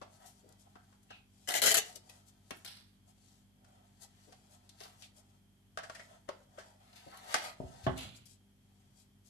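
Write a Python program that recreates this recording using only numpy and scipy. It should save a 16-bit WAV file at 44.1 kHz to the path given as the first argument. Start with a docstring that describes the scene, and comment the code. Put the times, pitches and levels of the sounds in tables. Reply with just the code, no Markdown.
"""A soft shoe is handled over a table in a small, quiet room with a faint mains hum.
First fingers fidget, rub and flex it: stick-slip friction and small impacts excite its cavity.
At 1.5 s the hook-and-loop strap rips open in surges. After more handling the insole is picked at,
drags, and slides out with a snap at 7.3 s. The shoe bumps the table and at 7.9 s flops down on it,
setting the top ringing; a few rubs follow. The left microphone faces the hands; the right is shaded."""
import sys
import numpy as np
from scipy import signal
from scipy.fft import rfft, irfft
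from scipy.io import wavfile
from scipy.ndimage import uniform_filter1d

SR = 44100
rng = np.random.default_rng(int(sys.argv[2]) if len(sys.argv) > 2 else 0)


def wav_record(signal):
    """Record a signal, one row per channel, as 16-bit PCM in the file named by sys.argv[1]."""
    frames = np.transpose(np.atleast_2d(signal))
    bounded = np.clip(frames, -1, 1)
    # unit amplitude maps onto the largest positive 16-bit level
    quanta = np.round(bounded * 32767).astype(np.int16)
    wavfile.write(sys.argv[1], SR, quanta)


N = 409688

# Spectrum of the still room air. Each row: frequency in Hz, relative level in dB.
AIR_SPECTRUM = [(20, -28.5), (45, -21), (100, -5), (135, -7), (210, -12), (480, -25.5), (700, -24),
                (1100, -29.5), (2400, -30), (2900, -32.5), (3200, -22), (3600, -32.5), (6000, -34),
                (12800, -34)]
# Partials of the mains hum. Each row: frequency in Hz, relative level in dB.
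HUM_PARTIALS = [(48.4, -78.5), (96.9, -73), (199.2, -74.5), (247.6, -80.5), (296.1, -89), (393.0, -89.5)]
# Spells of faint fidgeting. Each row: start in seconds, end in seconds.
FIDGET_SPELLS = [(0, 1.2), (2.0, 2.67), (3.65, 5.37), (6.0, 6.46)]
# Spectra of hollow scrape, cloth hiss and the snapping shoe. Each row: frequency in Hz, gain in dB.
SCRAPE_SPECTRUM = [(240, -44), (400, -12.5), (540, -9), (613, -5.5), (812, -4), (897, -3), (1140, -10.5),
                   (1280, -8), (1450, -7.5), (1740, -10.5), (1960, -12), (2370, -19), (3500, -9),
                   (4550, -48), (7700, -120)]
CLOTH_SPECTRUM = [(1200, -22), (2500, -3.5), (4500, 3), (7800, 6.5), (12500, -5.5)]
SHOE_SPECTRUM = [(60, -19), (130, -17.5), (400, -14.5), (650, -10), (950, -9.5), (1280, -9), (1900, -12),
                 (2400, -16.5), (3100, -13), (4000, -16), (5500, -12), (8000, -16.5), (10800, -22.5),
                 (13000, -34.5)]
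# Resonances of the shoe's hollow. Each row: frequency in Hz, width in Hz, relative strength in dB.
HOLLOW_MODES = [(600, 110, 1.5), (834, 260, 8.5), (1306, 49, 9), (1580, 42, -2), (1940, 160, 2)]
# Cavity pitch, which drops while a hand covers the opening. Each row: time in seconds, pitch in Hz.
CAVITY_PITCH = [(0, 646), (.8, 814), (1.5, 729), (4.7, 726), (5.8, 680), (6.1, 640), (6.3, 545),
                (6.65, 644), (7.2, 760), (7.8, 770)]
# Snaps of sole, strap and insole edge. Each row: start in seconds, level in dB, tilt in dB per octave,
# crumple time in seconds, pitch of the flexed panel in Hz.
EDGE_SNAPS = [(.014, -47, -3, 0.0066, 1140), (.022, -50, -2, 0.0069, 600), (0.755, -53, -4.5, 0.0037, 1400),
              (.925, -65, -1.5, 0.0054, 1390), (1.1045, -51, -2, 0.0049, 1510), (1.487, -36, 0, 0.006, 680),
              (2.5073, -43, -0.5, 0.0016, 1490), (2.5095, -44, -1, 0.0012, 2730),
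              (2.51, -47, -8.5, 0.0043, 286), (3.645, -66, 3, 0.0032, 1410),
              (4.323, -56.5, 1.5, 0.0056, 750), (4.692, -55.5, 7.5, 0.0032, 3860),
              (4.805, -52, 2.5, 0.0011, 4800), (4.809, -52, -1.5, 0.0032, 400),
              (4.8356, -52.5, 1.5, 0.0018, 4700), (4.853, -54.5, -3, 0.0044, 1000),
              (5.0225, -53, 5.5, 0.0018, 3600), (5.7743, -39, -0.5, 0.0014, 1400),
              (5.7865, -43.5, -1.5, 0.0034, 1650), (5.832, -47.5, 0.5, 0.0095, 1707),
              (5.8975, -44, -1.5, 0.0028, 1310), (5.947, -48.5, 2, 0.011, 1890),
              (5.994, -50, -1.5, 0.0063, 2010), (6.2893, -41.5, -1.5, 0.0021, 1154),
              (6.583, -49, 0.5, 0.015, 1590), (7.064, -50.5, -11, 0.0099, 684),
              (7.3424, -27.5, 2.5, 0.00027, 1910), (7.3448, -30, 1, 0.00057, 1360),
              (7.348, -37, -3, 0.00083, 2200), (7.3562, -38, -2, 0.00071, 1950)]
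# Finger knocks on the hollow. Each row: start in seconds, level in dB, contact time in seconds.
FINGER_KNOCKS = [(.018, -49, 0.00075), (1.958, -65, 0.0012), (6.2895, -37, 0.0016), (6.582, -46.5, 0.0018)]
# Modes of the covered hollow. Each row: frequency in Hz, relative level in dB, 60 dB decay in seconds.
COVERED_MODES = [(391, -8.5, 0.1), (525, -6.5, 0.027), (586, 8.5, 0.036), (1310, 1, 0.025)]
# Quick fingertip strokes on suede and strap. Each row: peak time, rise and fade in seconds,
# level in dB, band centre in Hz, width in octaves.
FINGER_STROKES = [(.108, .008, .045, -75, 10500, 0.44), (.263, 0.0073, 0.04, -55.5, 7600, 0.68),
                  (0.447, 0.014, 0.049, -64.5, 387, 0.3), (0.774, 0.012, 0.042, -70, 1450, 0.12),
                  (1.107, 0.0099, 0.042, -61, 3400, 0.32), (1.125, 0.024, 0.039, -61, 2600, 0.11),
                  (1.96, 0.0083, 0.013, -57.5, 417, 0.49), (1.96, 0.0042, 0.0053, -42.5, 7130, 0.75),
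                  (2.097, 0.0036, 0.0036, -46.5, 5150, 2.1), (2.572, .018, .02, -64, 10500, .3),
                  (4.2, 0.086, .25, -77, 1700, 1.2), (4.9, .08, .13, -74, 1080, 0.53),
                  (4.282, 0.012, 0.036, -64, 413, 0.38), (4.826, 0.033, 0.059, -56, 4600, 1.3),
                  (5.035, .016, 0.015, -58, 3350, 0.46), (5.999, 0.0082, 0.0097, -54.5, 1975, 0.091),
                  (6.965, 0.012, 0.033, -57, 3870, 1.06), (7.141, 0.022, 0.025, -52, 1110, 0.42),
                  (7.85, 0.02, .012, -56, 4220, .8), (8.262, .006, .008, -52.5, 7450, 0.66)]
# Rubs as the grip shifts. Each row: middle and length in seconds, scrape and hiss levels in dB.
GRIP_RUBS = [(0.146, 0.081, -72, -66.5), (0.242, 0.099, -62.5, -67.5), (0.387, 0.068, -82, -70),
             (0.507, 0.056, -70.5, -81), (0.611, 0.046, -93, -64), (0.667, 0.026, -69, -94),
             (1.436, 0.22, -82, -69), (1.869, .15, -62, -55), (2.134, 0.18, -69.5, -65.5),
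             (2.282, 0.038, -97.5, -61.5), (2.563, 0.21, -81, -69), (3.093, 0.055, -74.5, -68.5),
             (3.292, 0.25, -80, -70), (3.755, 0.3, -73, -101), (4.03, 0.043, -62.5, -52),
             (4.29, 0.29, -85, -70.5), (4.535, 0.066, -69.5, -62.5), (4.832, 0.25, -71, -71),
             (5.028, 0.085, -69.5, -60.5), (5.18, 0.056, -69.5, -62.5), (5.961, 0.29, -71.5, -65),
             (6.124, 0.1, -62, -70.5), (6.29, 0.017, -49.5, -67), (6.579, 0.0088, -49, -69.5),
             (6.642, 0.24, -66, -68.5), (7.798, 0.47, -62, -65), (8.036, 0.085, -62.5, -61),
             (8.167, 0.039, -87, -57.5), (8.309, 0.073, -88, -60.5), (8.852, 0.44, -82.5, -80),
             (8.994, 0.083, -91.5, -65), (9.27, 0.044, -90, -63)]
# Short dry ticks of the handled shoe, including the bright edge of a snap and of the landing.
# Each row: start in seconds, level in dB, fade in seconds, band centre in Hz, width in octaves.
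DRY_TICKS = [(0.49, -62, 0.002, 8500, 0.57), (0.5242, -63, 0.0016, 6500, 0.51),
             (1.03, -67, .005, 8750, 0.55), (2.5074, -51, 0.0037, 10400, 0.27),
             (2.6479, -43, .004, 9000, 2.9), (7.174, -53.5, .0014, 10430, 0.78),
             (7.8662, -49, 0.0072, 3200, .2), (7.977, -47, 0.0038, 8500, 0.77)]
# Surges and single pops of the tearing strap. Each row: start and length in seconds, level in dB,
# tilt in dB per octave, pitch of the plucked stretch in Hz, strength of that resonance in dB.
RIP_SURGES = [(1.475, 0.0011, -41, -1.5, 1300, -0.5), (1.482, 0.0018, -35, -2, 720, 3),
              (1.4873, .002, -27.5, 1, 680, 6.5), (1.497, 0.051, -42, -.5, 650, 1),
              (1.507, 0.00078, -31.5, -1, 1350, 3), (1.5186, .001, -34, -.5, 1900, 0),
              (1.5388, .003, -28, -1, 1950, 0.5), (1.5511, .0005, -25, -1, 760, 2.5),
              (1.554, .039, -32, 0, 1950, -2), (1.5603, .0008, -25.5, 2.5, 750, 2.5),
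              (1.5718, .0005, -30.5, .5, 1950, 0.5), (1.6178, 0.0015, -21, 2, 690, 12.5),
              (1.622, .035, -24.5, -0.6, 1350, 0), (1.629, .001, -28, 1, 470, 3),
              (1.657, 0.061, -22.5, -0.1, 7100, -2), (1.6602, .001, -27.5, 0, 1400, 4.5),
              (1.6694, 0.0089, -22, -0.4, 1600, 2.5), (1.7066, .005, -25, 1, 1920, 5.5),
              (1.716, 0.004, -24, .5, 3000, 1), (1.7423, 0.001505, -17, 1, 1600, -4),
              (1.753, 0.0013, -22, .5, 720, 0), (1.769, 0.016, -20.5, 1, 10700, -4)]
# Spectrum of the releasing hooks. Each row: frequency in Hz, gain in dB.
HOOK_SPECTRUM = [(60, -45.5), (130, -26), (400, -17), (720, -4.5), (1040, -15.5), (1300, -13.5),
                 (1900, -10), (2350, -14), (3000, -10), (5000, -6), (6700, -6.5), (9000, -6), (13000, -6)]
# Resonances of the taut strap. Each row: frequency in Hz, width in Hz, relative strength in dB.
STRAP_MODES = [(419.4, 140, -4.5), (720, 300, -7), (1615, 82, -2.5), (1980, 180, 1.5), (2940, 270, -3),
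               (3250, 160, -11), (4050, 110, -12), (6860, 600, -8.5), (7000, 740, -8)]
# The pulling hand screens the strap from the right microphone. Each row: frequency in Hz, gain in dB.
HAND_SCREEN = [(150, 2), (400, 6.5), (650, -6.5), (1000, -2), (1800, -2), (2400, -2.5), (4500, -2.5),
               (7000, 1.5), (11000, 2.5)]
# The strap's end and the insole scuff across skin. Each row: start, rise and fade in seconds,
# level in dB, comb spacing in Hz, tilt in dB per octave.
SKIN_SCUFFS = [(2.648, 0.011, 0.072, -47.5, 4630, -3), (7.956, 0.018, 0.073, -43.5, 3600, -5)]
# Drag of the insole, growing until its end leaves the shoe. Each row: time in seconds, level in dB.
INSOLE_DRAG = [(6.8, -74), (7.1, -66.5), (7.26, -59), (7.32, -47.5), (7.4, -53), (7.47, -49), (7.55, -71.5)]
# Resonances of opening shoe and bent insole. Each row: frequency in Hz, width in Hz, strength in dB.
INSOLE_MODES = [(740, 94, 11), (1240, 69, 8), (2093, 304, -6), (4350, 1000, -3.5)]
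# Contacts of shoe and table. Each row: start in seconds, level in dB, low-pass cut-off in Hz.
SOLE_LANDINGS = [(7.6019, -39.5, 810), (7.637, -47.5, 700), (7.8664, -29, 3220), (7.87, -33, 2560),
                 (7.877, -37.5, 1190), (7.894, -36, 1800)]
# Spectrum of the sole's slap. Each row: frequency in Hz, gain in dB.
SLAP_SPECTRUM = [(30, -40), (65, -7), (130, 3), (270, -14), (490, -13.5), (660, -6.5), (800, -13),
                 (1250, -18), (2050, -22.5), (2500, -40.5), (3100, -23), (3700, -36), (6000, -20),
                 (12000, -15)]
# Modes of the table top. Each row: frequency in Hz, relative level in dB, 60 dB decay in seconds.
TABLE_MODES = [(62.9, -14, 0.61), (127.5, 3, 0.23), (138.5, -10, 0.071), (150, -4.5, 0.12), (261, -8, 0.19),
               (373, -3, 0.077), (663, -9, 0.088)]
# Dull pushes of the landing. Each row: middle in seconds, envelope peak in dB, frequency in Hz.
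WEIGHT_THUMPS = [(7.609, -44, 106), (7.66, -46.5, 70), (7.8485, -43, 95), (7.8754, -25.5, 122),
                 (7.925, -47, 75)]
# Reverberation of the room. Each row: frequency in Hz, 60 dB decay in seconds.
ROOM_DECAY = [(100, 0.87), (300, 0.59), (800, 0.35), (2000, 0.35), (5000, 0.26), (12000, 0.14)]
# Likeness of diffuse sound at the two microphones. Each row: frequency in Hz, coherence from 0 to 1.
COHERENCE = [(150, 0.76), (400, 0.47), (900, 0.067), (2000, 0.0085)]
# Response of each microphone. Each row: frequency in Hz, gain in dB.
LEFT_RESPONSE = [(120, 2), (300, 3.5), (450, 6), (680, 1), (1300, 2.5), (2500, 4.5), (5000, 2.5),
                 (8000, 1.5), (12500, 2.5)]
RIGHT_RESPONSE = [(120, 0), (300, -0.5), (440, -9), (660, 4), (1000, 0.5), (2000, 5.5), (4500, 4.5),
                  (7500, -11), (10000, -9), (12800, -16)]

BINS = np.fft.rfftfreq(4096, 1 / SR)  # frequency grid of the filters in Hz
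OCTAVES = np.log2(np.maximum(BINS, 200) / 1000)  # distance from 1 kHz
IMPACT_SAMPLES = SR // 100  # an impact at 0 dB has the energy of 10 ms at rms 1


def amp(db):
    """Amplitude ratio of a level in decibels."""
    return 10 ** (np.asarray(db) / 20)


def unit(x):
    """Normalisation to rms 1."""
    return x / np.sqrt(np.mean(x ** 2) + 1e-20)


def curve(points, hz=BINS):
    """Interpolation of a table on a logarithmic frequency axis."""
    frequency, value = np.transpose(points)
    return np.interp(np.log(hz + 1), np.log(frequency + 1), value)


def add(mix, start_s, sound):
    """Superposition: a sound joins the mix at its start time."""
    part = mix[max(round(start_s * SR), 0):][:len(sound)]
    part += sound[:len(part)]


def minimum_phase(db):
    """The minimum-phase impulse response: the quickest to die for this gain over BINS."""
    log_gain = np.log(amp(np.maximum(np.r_[db, db[-2:0:-1]], db.max() - 100)))
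    return np.fft.ifft(np.exp(np.conj(signal.hilbert(log_gain)))).real


def filtered(x, points):
    """Linear filtering by a gain curve of (Hz, dB) points."""
    return signal.oaconvolve(x, minimum_phase(curve(points)))[:N]


def ring(x, db):
    """Source and filter: x drives a body with this spectrum and a response of unit energy."""
    response = minimum_phase(db)
    return signal.fftconvolve(x, response / np.linalg.norm(response))


def resonances(modes, height=1):
    """Gain in dB of Lorentzian peaks standing above a flat response."""
    peaks = sum(amp(db) / (1 + (2 * (BINS - hz) / width) ** 2) for hz, width, db in modes)
    return 20 * np.log10(1 + height * peaks)


def free_vibration(modes, t):
    """A struck body vibrates as a sum of exponentially damped sinusoids."""
    return sum(amp(db - 60 * t / t60) * np.sin(2 * np.pi * hz * t) for hz, db, t60 in modes)


def whitened(x, smooth_bins=24):
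    """Inverse filtering evens out the broad colour of a response and keeps its fine ripple."""
    size = len(x) + 4096
    power = uniform_filter1d(abs(rfft(x, size)) ** 2, smooth_bins * size // 4096)
    power = np.interp(BINS, np.linspace(0, SR / 2, len(power)), power)
    return signal.fftconvolve(x, minimum_phase(-10 * np.log10(power + 1e-9)))[:len(x)]


def wobble(samples):
    """Low-pass noise of rms 1 that changes over about this many samples."""
    return unit(uniform_filter1d(uniform_filter1d(rng.standard_normal(N), samples), samples // 2))


def slips(size, per_s, spread_db, wash=0.1):
    """Stick-slip as a Poisson process: tiny releases, a few large, over a wash of the finest."""
    released = rng.random(size) < per_s / SR
    sign = rng.choice([-1, 1], size)
    strength = amp(spread_db * np.minimum(rng.exponential(1, size), 4))
    return unit(sign * strength * (released + wash))


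def impact(crumple_s, crumple, size=2048):
    """Broadband excitation: one impulse, then a swelling and dying crumple of small slips."""
    age = np.arange(size) / SR / crumple_s
    force = slips(size, per_s=9000, spread_db=1.43) * (1 - np.exp(-age / 0.27)) * np.exp(-age)
    force *= crumple / np.linalg.norm(force)
    force[0] = 1
    return whitened(force) * np.sqrt(IMPACT_SAMPLES)


def friction_band(hz, octaves, hollow):
    """Band-pass spectrum in dB of slipping fibres, tinted by the resonances of the hollow."""
    off_centre = np.log2((BINS + 1) / hz) / octaves
    return -22 * np.log10(1 + 0.56 * off_centre ** 2) + resonances(HOLLOW_MODES, height=hollow)


def diffuse_pair(spectra, hz):
    """Spatial coherence: a diffuse field is alike at two close microphones only in the bass."""
    alike = curve(COHERENCE, hz)
    return np.array([spectra[0], alike * spectra[0] + np.sqrt(1 - alike ** 2) * spectra[1]])


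def air_and_hum(air_db=-69.5, hum_gain_db=1.52, drift_radians=0.34):
    """Diffuse noise of room air, and a mains hum that wavers by slow phase modulation."""
    hz, t = np.fft.rfftfreq(N, 1 / SR), np.arange(N) / SR
    noise = diffuse_pair(rfft(rng.standard_normal((2, N))), hz)
    air = unit(irfft(noise * amp(curve(AIR_SPECTRUM, hz)), N))
    hum, knots = np.zeros(N), np.linspace(0, t[-1], num=40)
    for partial_hz, db in HUM_PARTIALS:
        drift = drift_radians * np.interp(t, knots, rng.standard_normal(len(knots)))
        hum += amp(db) * np.sqrt(2) * np.sin(2 * np.pi * partial_hz * t + drift)
    return amp(air_db) * air + amp(hum_gain_db) * hum


def fidget_and_drag(swing_db=2.5, spurt_db=3):
    """Sliding friction: fingers, and later the insole, scrape and hiss; the insole rasps in spurts."""
    t = np.arange(N) / SR
    touching = sum((t >= start) & (t <= end) for start, end in FIDGET_SPELLS)
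    fidget = uniform_filter1d(touching.astype(float), size=3000) * amp(swing_db * wobble(3000))
    drag = amp(np.interp(t, *np.transpose(INSOLE_DRAG), left=-np.inf, right=-np.inf))
    scrape_level = amp(-81) * fidget + amp(-1.5) * drag
    hiss_level = amp(-79.5) * fidget + amp(-5) * drag
    coarse = slips(N, per_s=1000, spread_db=0.5) * scrape_level * amp(1.4 * wobble(1200))
    fine = slips(N, per_s=860, spread_db=1.5) * hiss_level * amp(0.99 * wobble(900))
    spurts = slips(N, per_s=1000, spread_db=1.5) * drag * amp(spurt_db * wobble(300))
    scrape = ring(coarse, curve(SCRAPE_SPECTRUM) + resonances(HOLLOW_MODES))
    hiss = ring(fine, curve(CLOTH_SPECTRUM))
    rasp = ring(spurts, friction_band(hz=2320, octaves=2.04, hollow=0.1045) + resonances(INSOLE_MODES))
    return (scrape + hiss + rasp)[:N]


def cavity_mode(time_s, width_hz, db):
    """Cavity resonance of the shoe at its pitch of the moment."""
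    return np.interp(time_s, *np.transpose(CAVITY_PITCH)), width_hz, db


def snaps(panel_width_share=0.28, panel_db=7.5):
    """Impulse excitation: an edge flips free and rings a flexed panel and the shoe's cavity."""
    out = np.zeros(N)
    for start, db, tilt, crumple_s, panel_hz in EDGE_SNAPS:
        cavity = cavity_mode(start, width_hz=110, db=9.5)
        panel = (panel_hz, panel_width_share * panel_hz, panel_db)
        body = curve(SHOE_SPECTRUM) + resonances([cavity, panel]) + tilt * OCTAVES
        add(out, start, amp(db) * ring(impact(crumple_s, crumple=crumple_s / 0.0007), body))
    return out


def knocks():
    """Damped vibration: a soft fingertip sets the hand-covered hollow ringing for a moment."""
    out, t = np.zeros(N), np.arange(SR // 6) / SR
    for start, db, contact_s in FINGER_KNOCKS:
        tap = (1 - np.exp(-t / contact_s)) * free_vibration(COVERED_MODES, t)
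        add(out, start, amp(db) * tap * np.sqrt(IMPACT_SAMPLES) / np.linalg.norm(tap))
    return out


def strokes():
    """Stick-slip of fibres under a fingertip: a swell of fine grains in one band."""
    out, t = np.zeros(N), np.arange(-SR // 5, SR // 2) / SR
    for peak_s, rise, fade, db, hz, octaves in FINGER_STROKES:
        swell = np.exp(-(np.minimum(t, 0) / rise) ** 2 - np.maximum(t, 0) / fade)
        grains = swell * slips(len(t), per_s=5800, spread_db=4.0)
        add(out, peak_s + t[0], amp(db) * ring(grains, friction_band(hz, octaves, hollow=0.23)))
    return out


def rubs(neutral_length_s=0.28):
    """Friction of skin on the shoe: coarse slips sound the hollow, fine ones hiss on the cloth."""
    out, t = np.zeros(N), np.arange(-SR // 4, SR // 4) / SR
    hollow, cloth = curve(SCRAPE_SPECTRUM) + resonances(HOLLOW_MODES), curve(CLOTH_SPECTRUM)
    for middle, length, scrape_db, hiss_db in GRIP_RUBS:
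        swell = np.exp(-(2 * t / length) ** 2)
        tilt = 1.5 * np.log2(neutral_length_s / length)  # a quicker rub hisses brighter
        cavity = resonances([cavity_mode(middle, width_hz=70, db=0.5)], height=0.9)
        scrape = ring(swell * slips(len(t), per_s=1700, spread_db=2.5), hollow + cavity)
        hiss = ring(swell * slips(len(t), per_s=4600, spread_db=4.0), cloth + tilt * OCTAVES)
        rub = amp(scrape_db) * scrape + amp(hiss_db) * hiss
        add(out, middle + t[0], rub[np.sum(middle + t < 0):])
    return out


def ticks():
    """Band-limited transients: the handled shoe ticks with a few milliseconds of bright crackle."""
    out = np.zeros(N)
    for start, db, fade_s, hz, octaves in DRY_TICKS:
        add(out, start, amp(db) * ring(impact(fade_s, crumple=3.5), friction_band(hz, octaves, hollow=0)))
    return out


def peel_envelope(t, length, rise_s=0.00039, jerk_s=0.0023, sag_db_per_s=53.5, stall_s=0.0042):
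    """Peeling: a row of hooks gives way with a jerk, the surge sags, and it dies as the peel stalls."""
    attack = (1 - np.exp(-t / rise_s)) * (1 + 0.6 * np.exp(-t / jerk_s))
    return attack * amp(-sag_db_per_s * t) * np.exp(-np.maximum(t - length, 0) / stall_s)


def strap_rip(groups=3, crack=5.2, colour_db=3.5, pluck_width_share=0.24):
    """Plucking: hooks leave their loops in surges, each exciting another stretch of the taut strap."""
    wander_octaves, fall_octaves_per_s, taut_s = 0.025, 0.12, 1.68
    out, t = np.zeros(N), np.arange(SR // 8) / SR
    hooks = slips(N, per_s=170, spread_db=3.2, wash=0.03) * amp(2.4 * wobble(70))
    knots = np.linspace(OCTAVES[0], OCTAVES[-1], num=30)
    for start, length, db, tilt, pluck_hz, pluck_db in RIP_SURGES:
        peel = peel_envelope(t, length)
        pluck = resonances([(pluck_hz, pluck_width_share * pluck_hz, pluck_db)])
        body = curve(HOOK_SPECTRUM) + tilt * OCTAVES + pluck
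        for group in range(groups):
            # Tension differs between groups of hooks; the resonances fall as the freed part grows.
            pitch = 2 ** (wander_octaves * rng.standard_normal() - fall_octaves_per_s * (start - taut_s))
            colour = resonances([(hz * pitch, width, gain) for hz, width, gain in STRAP_MODES], height=2)
            colour += colour_db * np.interp(OCTAVES, knots, rng.standard_normal(len(knots)))
            crackle = hooks[rng.integers(N - len(t)):][:len(t)]
            surge = unit(crackle * peel) * np.sqrt(np.mean(peel ** 2) / groups)
            surge[0] += crack * (group == 0)  # one click opens each surge
            add(out, start, amp(db) * ring(surge, body + colour))
    return out


def scuffs(reflection=0.52, low_cut_hz=1900, clump_db=2.5):
    """Comb filtering: an edge skids over skin in clumped grains, made reedy by a close reflection."""
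    out, t = np.zeros(N), np.arange(SR // 2) / SR
    grains = slips(N, per_s=1800, spread_db=2.5, wash=0.07) * amp(clump_db * wobble(150))
    low_cut = -10 * np.log10(1 + (low_cut_hz / (BINS + 1)) ** 4)
    for start, rise, fade, db, spacing_hz, tilt in SKIN_SCUFFS:
        swell = (1 - np.exp(-(t / rise) ** 2)) * np.exp(-t / fade)
        comb = 20 * np.log10(abs(1 + reflection * np.exp(-2j * np.pi * BINS / spacing_hz)))
        skid = swell * grains[rng.integers(N - len(t)):][:len(t)]
        add(out, start, amp(db) * ring(skid, low_cut + comb + tilt * OCTAVES))
    return out


def landings(low_cut_hz=48):
    """Impact on a plate: the rubber sole slaps the table, which rings low; softer contact is duller."""
    out, t = np.zeros(N), np.arange(SR // 2) / SR
    for start, db, cutoff_hz in SOLE_LANDINGS:
        dull = -10 * np.log10(1 + (BINS / cutoff_hz) ** 8)
        slap = ring(impact(crumple_s=0.002, crumple=0.88), curve(SLAP_SPECTRUM) + dull)
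        modes = [(hz, mode_db + np.interp(hz, BINS, dull), t60) for hz, mode_db, t60 in TABLE_MODES]
        top = free_vibration(modes, t)
        add(out, start, amp(db) * slap)
        add(out, start, amp(db - 1.5) * top * np.sqrt(IMPACT_SAMPLES) / np.linalg.norm(top))
    return signal.sosfilt(signal.butter(4, low_cut_hz, "high", fs=SR, output="sos"), out)


def thumps(half_length_cycles=0.9):
    """Pressure pulses: the shoe's weight and the air under it give one deep swing per push."""
    out, t = np.zeros(N), np.arange(-SR // 25, SR // 25) / SR
    for middle, db, hz in WEIGHT_THUMPS:
        envelope = np.exp(-(hz * t / half_length_cycles) ** 2)
        add(out, middle + t[0], amp(db) * np.sin(2 * np.pi * hz * t) * envelope)
    return out


def diffuse_tails(decay, onset_s):
    """Reverberation: two noise tails of unit energy, each band decaying at its own rate."""
    hz, t, spectra = signal.stft(rng.choice([-1., 1.], (2, SR // 2)), SR, nperseg=256)
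    spectra = diffuse_pair(spectra.transpose(0, 2, 1), hz) * amp(-60 * t[:, None] / curve(decay, hz))
    tails = signal.istft(spectra.transpose(0, 2, 1), SR, nperseg=256)[1]
    tails *= 1 - np.exp(-(np.arange(tails.shape[1]) / SR / onset_s) ** 2)
    return tails / np.linalg.norm(tails, axis=1, keepdims=True)


def reflections(near_db, far_db):
    """Early reflections off table and wall, then the room's reverberant tail, both thin in the bass."""
    near = diffuse_tails([(200, 0.1), (8000, 0.059)], onset_s=0.00033)
    far = diffuse_tails(ROOM_DECAY, onset_s=0.0091)
    paths = near * amp([[near_db], [near_db + 1.5]]) + far * amp([[far_db], [far_db + 2.5]])
    thin_bass = minimum_phase(curve([(120, -5.5), (450, 0.5)]))
    return np.array([signal.fftconvolve(whitened(p) * np.linalg.norm(p), thin_bass) for p in paths])


def room(x, near_db, far_db, right_db, shifts_per_s=1.3, lag_samples=20, patterns=3):
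    """Multipath propagation: direct sound plus reflections that shift as the hands move."""
    turn = 2 * np.pi * shifts_per_s * np.arange(N) / SR
    pair = np.zeros((2, N))
    for k in range(patterns):
        share = x * np.cos(turn + np.pi * k / patterns) * np.sqrt(2 / patterns)
        pair += signal.oaconvolve(share[None], reflections(near_db, far_db), axes=1)[:, :N]
    facing = filtered(x, [(150, 0.1), (700, -2.0), (6000, -1.2)])
    shaded = filtered(x, [(150, -7.0), (700, -1.0), (3000, -18.0)])  # little direct treble
    add(pair[0], 0, facing)
    add(pair[1], lag_samples / SR, shaded)
    return pair * amp([[0], [right_db]])


def scene():
    """Superposition at two microphones: each action has its own distance and side."""
    landing = landings()
    pair = room(strap_rip(), near_db=-4, far_db=-16, right_db=1, shifts_per_s=1.511)
    pair[1] = filtered(pair[1], HAND_SCREEN)
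    pair += room(snaps(), near_db=-5, far_db=-11.5, right_db=0)
    pair += room(ticks(), near_db=-11, far_db=-13.5, right_db=4.5)
    pair += room(scuffs(), near_db=-7, far_db=-13.5, right_db=5)
    pair += room(knocks(), near_db=-22, far_db=-15.5, right_db=0)
    pair += room(strokes() + rubs() + fidget_and_drag(), near_db=-3, far_db=-13.5, right_db=-0.5)
    pair += room(landing, near_db=-2, far_db=-10.5, right_db=3.5, shifts_per_s=0.6)
    pair += thumps()  # these reach both microphones alike
    return np.array([filtered(pair[0], LEFT_RESPONSE), filtered(pair[1], RIGHT_RESPONSE)]) + air_and_hum()


def record(dry):
    """Soft saturation rounds off the highest peaks; a low-pass filter then limits the band."""
    ceiling, edge_hz = 0.38, 13250
    rounded = dry / (1 + (dry / ceiling) ** 4) ** (1 / 4)
    low_pass = signal.firwin(401, edge_hz, window=("kaiser", 8), fs=SR)
    return signal.oaconvolve(rounded, low_pass[None], "same")


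dry = scene()
out = record(dry)
wav_record(out)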